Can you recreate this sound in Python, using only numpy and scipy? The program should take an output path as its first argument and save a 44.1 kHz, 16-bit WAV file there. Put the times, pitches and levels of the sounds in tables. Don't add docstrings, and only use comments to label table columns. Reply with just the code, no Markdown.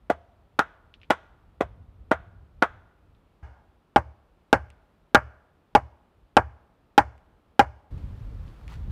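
import sys
import numpy as np
from scipy import signal
from scipy.fft import rfft, irfft
from scipy.io import wavfile
from scipy.ndimage import uniform_filter1d

SR = 44100
rng = np.random.default_rng(int(sys.argv[2]) if len(sys.argv) > 2 else 0)


def natural_amplitude(level_db):
    exponent = np.asarray(level_db, float) / 20
    return 10 ** exponent


def master_out(mix):
    frames = np.transpose(np.atleast_2d(mix))
    ceiling = np.clip(frames, -1, 1)
    pcm = np.round(ceiling * 32767).astype(np.int16)
    wavfile.write(sys.argv[1], SR, pcm)


N = 392931

# (time [s], time [s])
SPOT_CHANGES = (3.426, 7.907)

CALM_LEVELS = -60, -64.5, -50
# (start [s], length [s], rumble level [dB])
GUST_EVENTS = [
    (1.62, 1.48, -46),
    (7.9, 0.562, -30.5),
    (8.61, .09, -41),
    (8.75, 0.104, -32.5),
    (8.86, .1, -30),
]
# (frequency [Hz], level [dB per Hz])
RUMBLE_SPECTRUM = [(12, -26), (20, -3), (43, 7), (103, -1), (147, -11.5), (176, -11), (206, -19.5),
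                   (263, -21.5), (344, -28.5), (600, -37.5), (780, -65), (1320, -120)]
# (frequency [Hz], level [dB per Hz])
LEAF_SPECTRUM = [(88, -33.5), (150, -1.5), (361, -5), (662, -9.5), (1340, -13.5), (1500, -18.5),
                 (3420, -25.5), (6260, -38), (14200, -40), (16000, -45.5)]
LEAF_LEVELS = -65.5, -66, -57

# (time [s], strength [dB], hollow body [dB], knock [dB], crack [dB])
FAR_STRIKES = [
    (0.097, -22, 6.5, -9.5, -12),
    (0.588, -24.5, -7, 7.5, -3.5),
    (1.101, -21.5, -9, 4, -3),
    (1.605, -15, -8.5, -19.5, -20.5),
    (2.111, -16, -7, -5.5, -16),
    (2.62, -19, -14, 3, -10),
]
NEAR_STRIKES = [
    (3.96, -10.5, -6, -10, -15.5),
    (4.528, -9, -4, 0, -13.5),
    (5.146, -9.5, -4, 5.5, -11.5),
    (5.75, -9.5, -8, -9.5, -14.5),
    (6.367, -6.5, -8.5, -4, -18),
    (6.978, -7.5, -11, -4.5, -12.5),
    (7.593, -7.5, -9, -7, -13),
]
# (strength [dB], hollow body [dB], knock [dB], crack [dB])
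UNSEEN_STRIKE = (-6.5, -13.5, -3, -12.5)
# (level at zero knock [dB], slope [dB per dB])
FAR_RING_RULE = (0.088, 0.65)
NEAR_RING_RULE = (-1.1, -0.18)
# (frequency [Hz], level [dB], T60 [s])
FAR_WOOD_MODES = [(294, -20.5, 0.017), (475, -10, 0.014), (543, -5.5, 0.021), (614, -18.5, 0.011),
                  (695, 1, 0.052), (777, -4.5, 0.012), (920, -1.5, 0.021), (963.4, 1, 0.0052),
                  (1136, -6, 0.024), (1260, -3, 0.017), (1425, 2.5, 0.04), (1542, -5.5, 0.015),
                  (1590, -16.5, .04), (1943, 4, 0.027), (2220, -5.5, 0.011), (2500, -7, 0.02),
                  (2914.6, -6.5, 0.041), (3180, -8, 0.03), (3380, -9, 0.02), (3600, -14.5, 0.014)]
NEAR_WOOD_MODES = [(285, 0, 0.033), (349.7, -22.5, 0.087), (474, -4.5, 0.022), (607, 0.5, 0.033),
                   (637.4, 0, 0.038), (655.5, -9, 0.07), (825.3, 4.5, 0.037), (910, -7, .03),
                   (969, -12, 0.055), (1077, -7, 0.029), (1200.2, -4.5, .03), (1428, 2, 0.03),
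                   (1598.8, -2.5, 0.043), (1864.5, -24.5, .03), (1886, 0, 0.031), (2135, 5.5, 0.026),
                   (2500, -10.5, 0.021), (2850, 1, 0.027), (3450, -5.5, 0.028), (3650, -10.5, .012),
                   (4300, -16, .01)]
# (frequency [Hz], ..)
MODE_GROUP_EDGES = (600, 760, 1200, 1800)
# (frequency [Hz], level re blow [dB], T60 [s])
FAR_SOIL_MODES = [(75.4, -22, 0.36), (118, -18.5, 0.066), (172, -24.5, 0.065)]
NEAR_SOIL_MODES = [(67, -20.5, 0.44), (78.15, -20.5, 0.37), (108.8, -25, 0.39), (117.6, -18, 0.2),
                   (172, -17, 0.081)]
# (delay [s], level [dB])
FAR_REFLECTIONS = [(.001, -10), (.0045, 6.5), (.008, -13), (0.014, -7)]
NEAR_REFLECTIONS = [(.0008, 6), (.0033, -4), (.0057, -10), (0.017, -14.5)]
# (frequency [Hz], logs [dB], logs T60 [s], trunks [dB], trunks T60 [s])
SCATTER_BANDS = [(136, -6.5, 0.13, -30.5, 0.13), (376, -2.5, 0.052, -34.5, 0.4),
                 (747.6, 2, 0.077, -39.5, 0.92), (1494, 0, 0.099, -38, 0.85), (2900, 0, 0.069, -30.5, 0.49),
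                 (4420, 2, 0.067, -26.5, 0.51), (7030, -5.5, 0.071, -33, .22), (12100, -1, 0.015, -45, .3)]

# (time [s], peak level [dB], frequency [Hz])
TWIG_SNAPS = [(0.9401, -46, 2850), (1.0004, -71.5, 3130), (1.0155, -50.5, 2700), (1.0321, -49, 2516),
              (1.0444, -56.5, 2500), (3.1494, -69.5, 3430), (4.7024, -52, 2500), (7.1792, -62.5, 2370),
              (7.9794, -60, 2400), (8.4794, -58, 3100), (8.6794, -47, 2350)]
SNAP_EDGE_LEVELS = -34.5, -9.5

# (start [s], length [s], level [dB])
BRUSH_EVENTS = [
    (7.97, 0.028, -77),
    (8.46, 0.034, -73.5),
    (8.688, 0.05, -58),
    (8.902, .02, -55),
]
# (frequency [Hz], level [dB per Hz])
RUSTLE_SPECTRUM = [(470, -24.5), (800, -3), (1900, -7.5), (2050, -7.5), (2630, -12.5), (4180, -15.5),
                   (9940, -31.5), (16000, -34)]


def colour(x, spectrum):
    hz, db = np.transpose(spectrum)
    f = np.arange(len(x) // 2 + 1) * SR / len(x)
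    weight = natural_amplitude(np.interp(np.log(f + 1), np.log(hz), db))
    y = irfft(rfft(x) * weight, len(x))
    return y / np.std(y)


def band(x, hz, width=0.484):
    edges = [hz / 2 ** width, min(hz * 2 ** width, .45 * SR)]
    return signal.sosfilt(signal.butter(2, edges, "bandpass", fs=SR, output="sos"), x)


def highpass(x, order, hz):
    return signal.sosfilt(signal.butter(order, hz, "highpass", fs=SR, output="sos"), x)


def decay(t, t60):
    return np.exp(-np.log(1000) * t / t60)


def ring(modes, t):
    hz, db, t60 = (column[:, None] for column in np.transpose(modes))
    return natural_amplitude(db) * decay(t, t60) * np.sin(2 * np.pi * hz * t)


def walk(rate):
    hold = int(SR / rate)
    steps = np.repeat(rng.standard_normal(N // hold + 1), hold)
    return 0.82 * uniform_filter1d(uniform_filter1d(steps, hold), hold)[:N]


def swell(events, rise_s, fall_s, sag_db_per_s):
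    t, gain = np.arange(N) / SR, np.zeros(N)
    for start, length, db in events:
        sagging = natural_amplitude(db - sag_db_per_s * np.clip(t - start, 0, length))
        rise = np.clip((t - start) / rise_s, 0, 1)
        fall = np.exp(-np.clip(t - start - length, 0, None) / fall_s)
        gain += sagging * rise * fall
    return gain


def add(out, s, x):
    i = int(s * SR)
    out[i:i + len(x)] += x[:N - i]


def listening_spot():
    return np.searchsorted(SPOT_CHANGES, np.arange(N) / SR)


def blend(gain):
    return uniform_filter1d(gain, size=300)


def wind_rumble():
    gusts = swell(GUST_EVENTS, rise_s=0.018, fall_s=0.055, sag_db_per_s=13.5)
    gain = natural_amplitude(np.take(CALM_LEVELS, listening_spot())) + gusts
    turbulence = colour(rng.standard_normal(N), RUMBLE_SPECTRUM)
    return blend(gain) * turbulence * natural_amplitude(4.8 * walk(27))


def leaf_hiss():
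    gain = natural_amplitude(np.take(LEAF_LEVELS, listening_spot()))
    hiss = colour(rng.standard_normal(N), LEAF_SPECTRUM)
    return blend(gain) * hiss * natural_amplitude(-1.0 + 0.59 * walk(1.8))


def wood_knock(wood, landing, shares, t, thin_hz, push_s):
    group = np.searchsorted(MODE_GROUP_EDGES, np.array(wood)[:, 0])
    modes = np.array(wood) * (1 + np.outer(.005 * landing[:, 0], [1, 0, 0]))
    mode_gain = natural_amplitude(np.array([0, *shares])[group] + landing[:, 1])
    knock = mode_gain @ ring(modes, t)
    push = np.hanning(int(push_s * SR) + 3)
    pushed = np.convolve(knock, push / push.sum())[:len(t)]
    return highpass(pushed, 3, thin_hz)


def woodland(wet_db, trunks_gain_db, tilt_db):
    t = np.arange(int(.9 * SR)) / SR
    out = np.zeros((2, len(t)))
    for hz, logs_db, logs_t60, trunks_db, trunks_t60 in SCATTER_BANDS:
        treble_db = tilt_db * max(np.log2(hz / 2500), 0)
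        logs = natural_amplitude(logs_db) * decay(t, logs_t60) * (1 - np.exp(-t / 0.00027))
        trunks_level = natural_amplitude(trunks_db + trunks_gain_db + treble_db)
        trunks = trunks_level * decay(t, trunks_t60) * (1 - np.exp(-t / 0.036))
        noise = band(rng.standard_normal(len(t)), hz)
        out += natural_amplitude(wet_db - 17.5) * np.array([logs, trunks]) * noise
    return out


def scattered(knock, crack, t, spray_db, room):
    around = knock * (natural_amplitude(-12.5) + natural_amplitude(4.0) * np.exp(-t / 0.0017)) + natural_amplitude(spray_db) * crack
    to_trunks = around * natural_amplitude(-3.5) + natural_amplitude(-6.5) * knock
    return signal.fftconvolve([around, to_trunks], room, axes=1).sum(0)


def soil_thud(soil, landing, hollow_db):
    t = np.arange(int(.7 * SR)) / SR
    modes = np.array(soil) * (1 + np.outer(0.012 * landing[:len(soil), 0], [1, 0, 0]))
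    modes = modes + np.outer(landing[:len(soil), 1], [0, 1, 0])
    level = natural_amplitude(.4 * (hollow_db + 7.5))
    return level * ring(modes, t).sum(0) * (1 - np.exp(-t / 0.0083))


def blows(strikes, ring_rule, wood, soil, reflections, wet_db, trunks_gain_db, tilt_db, spray_db,
          thin_hz, push_s, crack_db, soil_lag_s):
    out, t = np.zeros(N), np.arange(SR // 5) / SR
    for s, db, hollow_db, knock_db, edge_db in strikes:
        ring_db = ring_rule[0] + ring_rule[1] * knock_db
        landing = rng.standard_normal((len(wood), 2))
        shares = hollow_db, ring_db, knock_db, edge_db
        knock = wood_knock(wood, landing, shares, t, thin_hz, push_s)
        crack = natural_amplitude(crack_db + edge_db) * band(1. * (t == 0), 6000, 1.1)
        for lag_s, echo_db in reflections:
            dulled = crack * np.exp(-lag_s / 0.0077)
            add(out, s + lag_s, natural_amplitude(db + echo_db) * (knock + dulled))
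        room = woodland(wet_db, trunks_gain_db, tilt_db)
        add(out, s + .003, natural_amplitude(db) * scattered(knock, crack, t, spray_db, room))
        add(out, s + soil_lag_s, natural_amplitude(db) * soil_thud(soil, landing, hollow_db))
    return out


def twig_snaps():
    out, t = np.zeros(N), np.arange(SR // 10) / SR
    for s, db, hz in TWIG_SNAPS:
        click = ring([(hz, 0, .003)], t)[0]
        litter = rng.standard_normal(len(t)) * decay(t, 0.071)
        edge = band(litter * np.exp(-t / 0.00072), 6160, 0.62)
        edge_db = SNAP_EDGE_LEVELS[int(s > SPOT_CHANGES[0])]
        body = band(band(click + natural_amplitude(-12.5) * litter, hz, 0.59), .85 * hz, 0.972)
        add(out, s, natural_amplitude(db + 13.5) * (body + natural_amplitude(edge_db) * edge))
    return out


def twig_rustle():
    stirring = natural_amplitude(-70.5) * (listening_spot() == 2)
    gain = stirring + swell(BRUSH_EVENTS, rise_s=0.0087, fall_s=0.0242, sag_db_per_s=7.5)
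    burst_db = 1.8 * rng.exponential(size=N // 64 + 1).repeat(64)[:N]
    grains = rng.standard_normal(N) * natural_amplitude(burst_db)
    return blend(gain) * colour(grains, RUSTLE_SPECTRUM) * natural_amplitude(3.5)


def scene():
    t = np.arange(N) / SR
    close_opens, windy_opens = [np.clip((t - s) / .006, 0, 1) for s in SPOT_CHANGES]
    air = wind_rumble() + leaf_hiss()
    far = blows(FAR_STRIKES, FAR_RING_RULE, FAR_WOOD_MODES, FAR_SOIL_MODES, FAR_REFLECTIONS,
                wet_db=-5, trunks_gain_db=3.38, tilt_db=-2.5, spray_db=13,
                thin_hz=168.8, push_s=0.0003, crack_db=5.0, soil_lag_s=0.012)
    near_strikes = [(3.35, *UNSEEN_STRIKE), *NEAR_STRIKES]
    near = blows(near_strikes, NEAR_RING_RULE, NEAR_WOOD_MODES, NEAR_SOIL_MODES, NEAR_REFLECTIONS,
                 wet_db=-8.5, trunks_gain_db=-1.03, tilt_db=4, spray_db=15,
                 thin_hz=216, push_s=0.00041, crack_db=2, soil_lag_s=0.0098)
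    hammering = far * (1 - close_opens) + near * (close_opens - windy_opens)
    return (air + hammering + twig_snaps() + twig_rustle())[None]


def roll_off(x):
    return signal.sosfilt(signal.butter(12, 16850, fs=SR, output="sos"), x)


def record(dry):
    thin = highpass(dry, 2, 45.5)
    thin = thin - 0.13 * band(thin, 2047, 0.19)
    clip_level = .58
    flat = thin / (1 + np.abs(thin / clip_level) ** 12) ** (1 / 12)
    mix = signal.sosfilt(signal.ellip(4, .2, 20, 15100, fs=SR, output="sos"), flat)
    return roll_off(mix)


dry = scene()
out = record(dry)
master_out(out)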